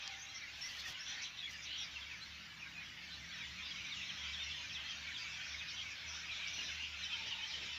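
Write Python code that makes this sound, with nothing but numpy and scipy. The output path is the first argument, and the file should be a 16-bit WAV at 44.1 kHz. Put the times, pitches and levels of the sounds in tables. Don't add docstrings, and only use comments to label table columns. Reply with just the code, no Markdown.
import sys
import numpy as np
from scipy import signal
from scipy.fft import rfft, irfft, next_fast_len
from scipy.io import wavfile
from scipy.ndimage import map_coordinates

SR = 44100
rng = np.random.default_rng(int(sys.argv[2]) if len(sys.argv) > 2 else 0)


def wav_out(sig):
    wavfile.write(sys.argv[1], SR, np.round(np.clip(np.atleast_2d(sig).T, -1, 1) * 32767).astype(np.int16))


N = 343098


def amp(db):
    return 10 ** (np.asarray(db) / 20)


def unit(x):
    return x / np.sqrt(np.mean(x ** 2) + 1e-20)


def along(points, hz):
    point_hz, values = np.transpose(points)
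    return np.interp(np.log(hz + 1), np.log(point_hz + 1), values)


def curves(rows):
    time_s, *columns = np.transpose(rows)
    return [np.interp(np.arange(N) / SR, time_s, column) for column in columns]


def wobble(rate_hz, size):
    knots = rng.standard_normal(int(size * rate_hz / SR) + 4)
    return map_coordinates(knots, [np.arange(size) * rate_hz / SR])


def filtered(x, response):
    m = next_fast_len(N + SR // 4)
    spectrum = rfft(x, m) * response(np.fft.rfftfreq(m, 1 / SR))
    return irfft(spectrum, m)[..., :N]


def noise(spectrum):
    return unit(filtered(rng.standard_normal(N), lambda hz: amp(along(spectrum, hz))))


def add(track, start_s, sound):
    part = track[max(int(start_s * SR), 0):][:len(sound)]
    part += sound[:len(part)]


def swell(length_s):
    return np.sqrt(np.abs(np.sin(np.linspace(0, np.pi, max(int(length_s * SR), 16)))))


def note(length_s, start_hz, middle_hz, end_hz, rough, overtone_db=-37, warble=1):
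    shape = swell(length_s)
    u = np.linspace(0, 1, len(shape))
    hz = start_hz * (1 - u) * (1 - 2 * u) + middle_hz * 4 * u * (1 - u) + end_hz * u * (2 * u - 1)
    knots = rng.standard_normal(len(shape) // 64 + 2)
    tremble = np.interp(u, np.linspace(0, 1, len(knots)), knots)
    phase = 2 * np.pi * np.cumsum(hz * warble * (1 + rough * tremble)) / SR
    return shape * (np.sin(phase) + amp(overtone_db) * np.sin(2 * phase))


def foliage(sound, wet_db, t60_s):
    t = np.arange(SR // 3) / SR
    tail = rng.standard_normal(len(t)) * amp(-60 * t / t60_s)
    path = amp(wet_db) * tail / np.linalg.norm(tail)
    path[0] += 1
    return signal.fftconvolve(sound, path / np.linalg.norm(path))


def glides(rows, oct_per_s, bend_oct, steepens=0, reference_hz=2434):
    calls = []
    for start_s, length_s, hz, db in rows:
        half_oct = oct_per_s * (hz / reference_hz) ** steepens * length_s / 2
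        start_hz = hz * 2 ** (bend_oct - half_oct)
        end_hz = hz * 2 ** (bend_oct + half_oct)
        calls.append((start_s, length_s, start_hz, hz, end_hz, db))
    return calls


def bird_calls(calls, gain_db, wet_db, t60_s, flutter_db, warble_share):
    out = np.zeros(N)
    for start_s, length_s, start_hz, middle_hz, end_hz, db in calls:
        size = len(swell(length_s))
        warble = 1 + warble_share * wobble(110, size)
        tone = note(length_s, start_hz, middle_hz, end_hz, rough=.02, overtone_db=-33, warble=warble)
        flutter = unit(amp(flutter_db * np.tanh(wobble(141.6, size))))
        add(out, start_s, amp(db + gain_db) * foliage(tone * flutter, wet_db, t60_s))
    return out


def rubs(rows, spectrum, grain_db):
    force = np.zeros(N)
    for start_s, length_s, db in rows:
        add(force, start_s, amp(db) * swell(length_s))
    return force * unit(noise(spectrum) * amp(grain_db * wobble(157, N)))


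def tree(count, spread_db=2, typical_s=.036, slide=0.0496, fall=0.018):
    out = np.zeros(N)
    places = rng.random((count, 2))
    shapes = rng.standard_normal((count, 4))
    for (when, pitch), (long, tilt, arch, loud) in zip(places, shapes):
        hz = 600 * (7600 / 600) ** (pitch ** .8)
        bend = np.exp(fall + slide * tilt)
        middle_hz = hz * np.exp(0.04046 * arch)
        chirp = note(typical_s * np.exp(.3 * long), hz * bend, middle_hz, hz / bend, rough=0.022)
        add(out, when * N / SR, amp(spread_db * min(loud, 1)) * chirp)
    return foliage(out, wet_db=1.5, t60_s=0.35)[:N]


def flock(trees=8, wash_db=-3, swell_db=.5, swell_rate_hz=7):
    # (time [s], relative level [dB])
    loudness_rows = [(0.0, -46.5), (0.18, -54.5), (.9, -51), (1.22, -49.5), (1.32, -55), (1.5, -53),
                     (1.88, -52), (2.45, -56), (3.0, -54.5), (3.55, -51.5), (4.15, -47.5), (4.62, -48.5),
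                     (5.37, -50), (6.02, -49.5), (6.62, -47), (6.92, -50.5), (7.09, -47), (7.78, -47.5)]
    # (frequency [Hz], relative level [dB])
    chatter = [(240, -63), (400, -29.5), (533, -19.5), (728, -20.5), (874, -18.5), (1090, -17),
               (1910, -8.5), (2320, 1), (3130, -0.5), (3760, -2), (4340, -6.5), (5860, -6.5), (7030, -19),
               (8320, -36.5), (9000, -72), (11700, -74), (19800, -120)]
    chirps = sum(tree(count=380) for _ in range(trees))
    chirps = unit(filtered(chirps, lambda hz: amp(along(chatter, hz)) * (hz / 3000) ** 0.59))
    chorus = chirps + amp(wash_db) * noise(chatter)
    loudness_db, = curves(loudness_rows)
    surge_db = loudness_db - loudness_db.mean()

    def above(hz, edge_hz):
        return 1 / (1 + (edge_hz / (hz + 1)) ** 20)

    # (mean level [dB], share of the surge followed, band response)
    voices = [(-57, 0.43, lambda hz: 1 - above(hz, 2086)),
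              (-51, 0.96, lambda hz: above(hz, 2138) - above(hz, 4337)),
              (-59, 0.74, lambda hz: above(hz, 4380))]
    out = np.zeros(N)
    for db, follows, band in voices:
        level_db = db + follows * surge_db + swell_db * wobble(swell_rate_hz, N)
        out += amp(level_db) * unit(filtered(chorus, band))
    return out


def drone(hz, db, waver_hz, fade_db):
    phase = 2 * np.pi * np.cumsum(hz + waver_hz * wobble(25, N)) / SR
    return amp(db) * unit(np.sin(phase) * amp(fade_db * np.tanh(wobble(16, N))))


def engines(drone_db=-1, hum_db=-1, rumble_db=2, road_follows=0.12):
    # (time [s], relative level [dB])
    motor = [(0, -70), (1.8, -68), (2.05, -63), (2.5, -68.5), (2.95, -67.5), (3.65, -62.5), (3.88, -70),
             (4.25, -60.5), (4.65, -61.5), (5.2, -67), (5.5, -62.5), (5.93, -67.5), (6.1, -61), (7.0, -62),
             (7.25, -69), (7.78, -63.5)]
    # (time [s], firing rate [Hz], relative hum level [dB])
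    traffic = [(0, 40, -80.5), (2.3, 41.52, -71.5), (2.85, 41.4, -66), (3.9, 46.35, -66.5),
               (4.6, 48.37, -66.5), (5.3, 52.42, -69), (7.78, 61.9, -73.5)]
    # (frequency [Hz], relative level [dB])
    rumble = [(15, -39), (25, -11.5), (38, -14.5), (59, -7), (71, -11), (102, -3.5), (177, -11),
              (321, -12.5), (397, -21.5), (600, -39), (780, -37), (1320, -120)]
    exhaust_hz, exhaust_width_hz = 170, 19.8

    def boom(hz):
        return 1 / np.hypot(1, (hz - exhaust_hz) / exhaust_width_hz)

    firing_hz = 70.8 + .6 * np.arange(N) / SR
    deep = drone(firing_hz, curves(motor)[0], waver_hz=2.7, fade_db=5.5)
    road_hz, road_db = curves(traffic)
    hum = sum(boom(k * road_hz) * drone(k * road_hz, road_db, waver_hz=3.2, fade_db=6)
              for k in range(2, 8))
    shaping = [(22, -24), (45, -1.5), (73, -20), (95, -4.0)]  # (frequency [Hz], gain [dB])
    dull = unit(filtered(noise(rumble), lambda hz: amp(along(shaping, hz))))
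    mean_db = road_db.mean()
    dull_db = rumble_db + mean_db + road_follows * (road_db - mean_db)
    return amp(drone_db) * deep + amp(hum_db) * hum + amp(dull_db) * dull


def hiss(mid_db=-76.5, side_db=-81.0):
    # (frequency [Hz], relative level [dB])
    colour = [(300, 7.5), (1000, 2), (6000, -56), (8500, -7.5), (11200, -2), (12500, -2), (15300, 2)]
    return amp(mid_db) * noise(colour) + amp(side_db) * noise(colour) * np.array([[1], [-1]])


def low_calls():
    # (time [s], length [s], middle pitch [Hz], relative level [dB])
    rows = [(0, 0.16, 792, -57.5), (1.08, 0.14, 773, -62), (5.37, 0.11, 1507, -52),
            (7.1, 0.177, 910, -58.5), (7.3, 0.12, 890, -56)]
    calls = glides(rows, oct_per_s=-0.65, bend_oct=-0.0091)
    return bird_calls(calls, gain_db=-1.0, wet_db=0.0, t60_s=0.87, flutter_db=13.5, warble_share=0.0069)


def whistles():
    # (time [s], length [s], middle pitch [Hz], relative level [dB])
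    slurs = [(0.074, 0.091, 2250, -51.5), (0.39, 0.072, 2415, -51.5), (0.41, 0.056, 2020, -49),
             (0.841, 0.05, 1856, -47.5), (1.111, 0.025, 3490, -44.0), (1.449, 0.062, 2140, -48),
             (1.535, 0.052, 1747, -53.5), (1.943, 0.041, 2766, -42.5), (2.006, 0.033, 3280, -47),
             (2.089, 0.071, 2420, -49), (2.595, 0.08, 2450, -49), (3.204, 0.062, 2040, -52.5),
             (3.335, 0.05, 1810, -52), (3.385, 0.061, 2360, -47.5), (3.876, 0.053, 2347, -48.5),
             (3.904, 0.044, 3680, -44), (3.936, 0.062, 2880, -48), (4.01, 0.048, 2300, -52),
             (4.38, 0.057, 2280, -51), (4.692, 0.03, 3180, -46), (5.12, 0.087, 3480, -46),
             (5.215, 0.072, 2370, -44.5), (5.779, 0.031, 2890, -46.5), (6.285, 0.065, 2406, -44),
             (7.024, 0.033, 3740, -43.5), (7.304, 0.043, 2920, -40.5), (7.523, 0.046, 3060, -42)]
    # (time [s], length [s], middle pitch [Hz], relative level [dB])
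    chirps = [(0.186, 0.076, 6290, -49), (0.254, 0.07, 3960, -53), (0.621, 0.059, 5660, -44.5),
              (0.986, 0.06, 5500, -48), (1.075, 0.046, 5930, -49.5), (1.069, 0.049, 4140, -50),
              (1.376, 0.04, 3780, -46), (1.674, 0.09, 2970, -50), (2.206, 0.05, 4080, -48.5),
              (3.307, 0.05, 3380, -51.5), (3.399, 0.07, 3480, -50), (3.591, 0.09, 3540, -47),
              (4.365, 0.09, 3550, -46), (5.39, .05, 3190, -53), (5.785, 0.045, 3230, -45),
              (7.05, .03, 3080, -45), (7.256, 0.045, 2976, -45.5), (7.416, 0.055, 3130, -44)]
    # (time [s], length [s], middle pitch [Hz], relative level [dB])
    peeps = [(0.33, 0.066, 2100, -54), (0.61, 0.029, 5460, -45), (0.622, 0.07, 2050, -49),
             (1.231, 0.037, 4080, -46), (1.425, 0.048, 3350, -41.5), (1.771, 0.073, 5640, -48),
             (2.735, 0.11, 2475, -50.5), (3.103, 0.057, 4010, -49.5), (3.994, 0.035, 2780, -48),
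             (4.454, 0.072, 2700, -49), (4.85, 0.088, 3200, -45), (5.046, 0.075, 2294, -45.5),
             (5.471, 0.058, 2414, -53), (5.82, 0.058, 2310, -49), (6.36, 0.19, 2348, -49),
             (6.523, 0.075, 5900, -49), (6.56, .07, 2864, -44), (7.105, 0.058, 3160, -42)]
    calls = glides(slurs, oct_per_s=-5.0, bend_oct=0.0563, steepens=0.62)
    calls += glides(chirps, oct_per_s=1.89, bend_oct=-0.0407)
    calls += glides(peeps, oct_per_s=-0.38, bend_oct=-0.022)
    return bird_calls(calls, gain_db=.8, wet_db=-6, t60_s=.16, flutter_db=5, warble_share=.014)


def tick(time_s=.0777, hz=5200, width_s=.00013, db=-27.5):
    t = np.arange(N) / SR - time_s
    return amp(db) * np.exp(-.5 * (t / width_s) ** 2) * np.sin(2 * np.pi * hz * t)


def rasps(gain_db=-2):
    # (time [s], length [s], centre pitch [Hz], pitch shake [Hz], relative level [dB])
    rows = [(0.337, 0.057, 5700, 332, -46.5), (0.678, 0.032, 4870, 550, -46),
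            (0.776, 0.043, 4600, 810, -45), (0.998, 0.2, 5590, 484, -50), (1.057, 0.028, 3210, 400, -41.5),
            (1.077, 0.16, 1990, 410, -47.5), (1.214, 0.029, 5710, 650, -41), (1.245, 0.023, 3440, 550, -40),
            (1.37, 0.032, 3420, 500, -44.5), (1.619, 0.043, 5830, 600, -47), (1.648, 0.044, 3700, 605, -43),
            (1.697, 0.065, 4140, 450, -45.5), (1.689, 0.092, 3020, 400, -42.5),
            (1.761, 0.083, 3360, 450, -40), (1.825, 0.035, 5150, 600, -48), (2.803, .045, 1900, 400, -48),
            (3.642, 0.073, 4810, 450, -48.5), (4.157, 0.076, 3320, 150, -44.5),
            (4.704, .07, 5560, 553, -49.5), (4.886, .04, 5100, 550, -48), (5.164, 0.079, 4860, 546, -45.5),
            (5.426, 0.15, 5500, 553, -48.5), (5.678, 0.054, 4950, 760, -44), (6.061, 0.16, 5570, 506, -45),
            (6.47, .016, 5440, 704, -39.5), (6.523, 0.24, 5440, 650, -47), (6.794, 0.075, 2886, 230, -36.5),
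            (7.035, 0.027, 5310, 550, -43), (7.258, 0.046, 5440, 550, -47),
            (7.492, 0.045, 4760, 750, -43.5)]
    out = np.zeros(N)
    for start_s, length_s, centre_hz, shake_hz, db in rows:
        shape = swell(length_s)
        hz = centre_hz + shake_hz * np.tanh(wobble(1400, len(shape)))
        tone = shape * np.sin(2 * np.pi * np.cumsum(hz) / SR)
        add(out, start_s, amp(db + gain_db) * foliage(tone, wet_db=1, t60_s=0.17))
    return out


def rustles():
    # (time [s], length [s], level [dB])
    handling = [(.55, 0.31, -57), (.78, .03, -57), (0.85, 0.085, -51.5), (1.49, 0.058, -57),
                (6.48, 0.32, -64)]
    # (frequency [Hz], relative level [dB])
    scuff = [(100, -2), (400, -13), (900, -4.5), (3000, -2.5), (6000, 4), (8500, -22), (12000, -17.5),
             (15000, -17)]
    return rubs(handling, scuff, grain_db=2.0)


def shuffles():
    # (time [s], length [s], level [dB])
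    rows = [(.87, 0.072, -66), (6.52, 0.2, -65), (7.2, 0.11, -62.5), (7.54, 0.16, -62.5)]
    # (frequency [Hz], relative level [dB])
    colour = [(40, -12), (150, 0.5), (650, -6.5), (1500, -34), (4000, -57)]
    return rubs(rows, colour, grain_db=1.0)


def dives():
    # (time [s], length [s], middle pitch [Hz], relative level [dB])
    rows = [(3.708, 0.017, 3310, -42.5), (4.089, 0.022, 3220, -43.5), (4.327, 0.04, 3550, -44.5),
            (4.508, .022, 3310, -43), (4.737, 0.049, 3443, -44), (5.099, 0.036, 1890, -50),
            (5.53, 0.03, 2200, -48), (5.582, 0.04, 3540, -46), (5.68, 0.0233, 3760, -48),
            (6.312, .028, 3770, -46), (6.458, 0.025, 2244, -49), (6.68, 0.036, 1597, -52),
            (7.144, 0.029, 1620, -53)]
    calls = glides(rows, oct_per_s=-11, bend_oct=-0.022)
    return bird_calls(calls, gain_db=1.5, wet_db=-8, t60_s=.16, flutter_db=2, warble_share=.005)


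def scene():
    birds = flock() + low_calls() + whistles() + rasps() + dives()
    close = tick() + rustles() + shuffles()
    return birds + engines() + close + hiss()


def record(dry):
    ring_hz, width_hz, lift, top_hz = 11270, 450, 0.46, 15550

    def response(hz):
        port = 1 + lift / (1 + ((hz - ring_hz) / width_hz) ** 2)
        return port * (hz < top_hz)

    return filtered(dry, response)


dry = scene()
out = record(dry)
wav_out(out)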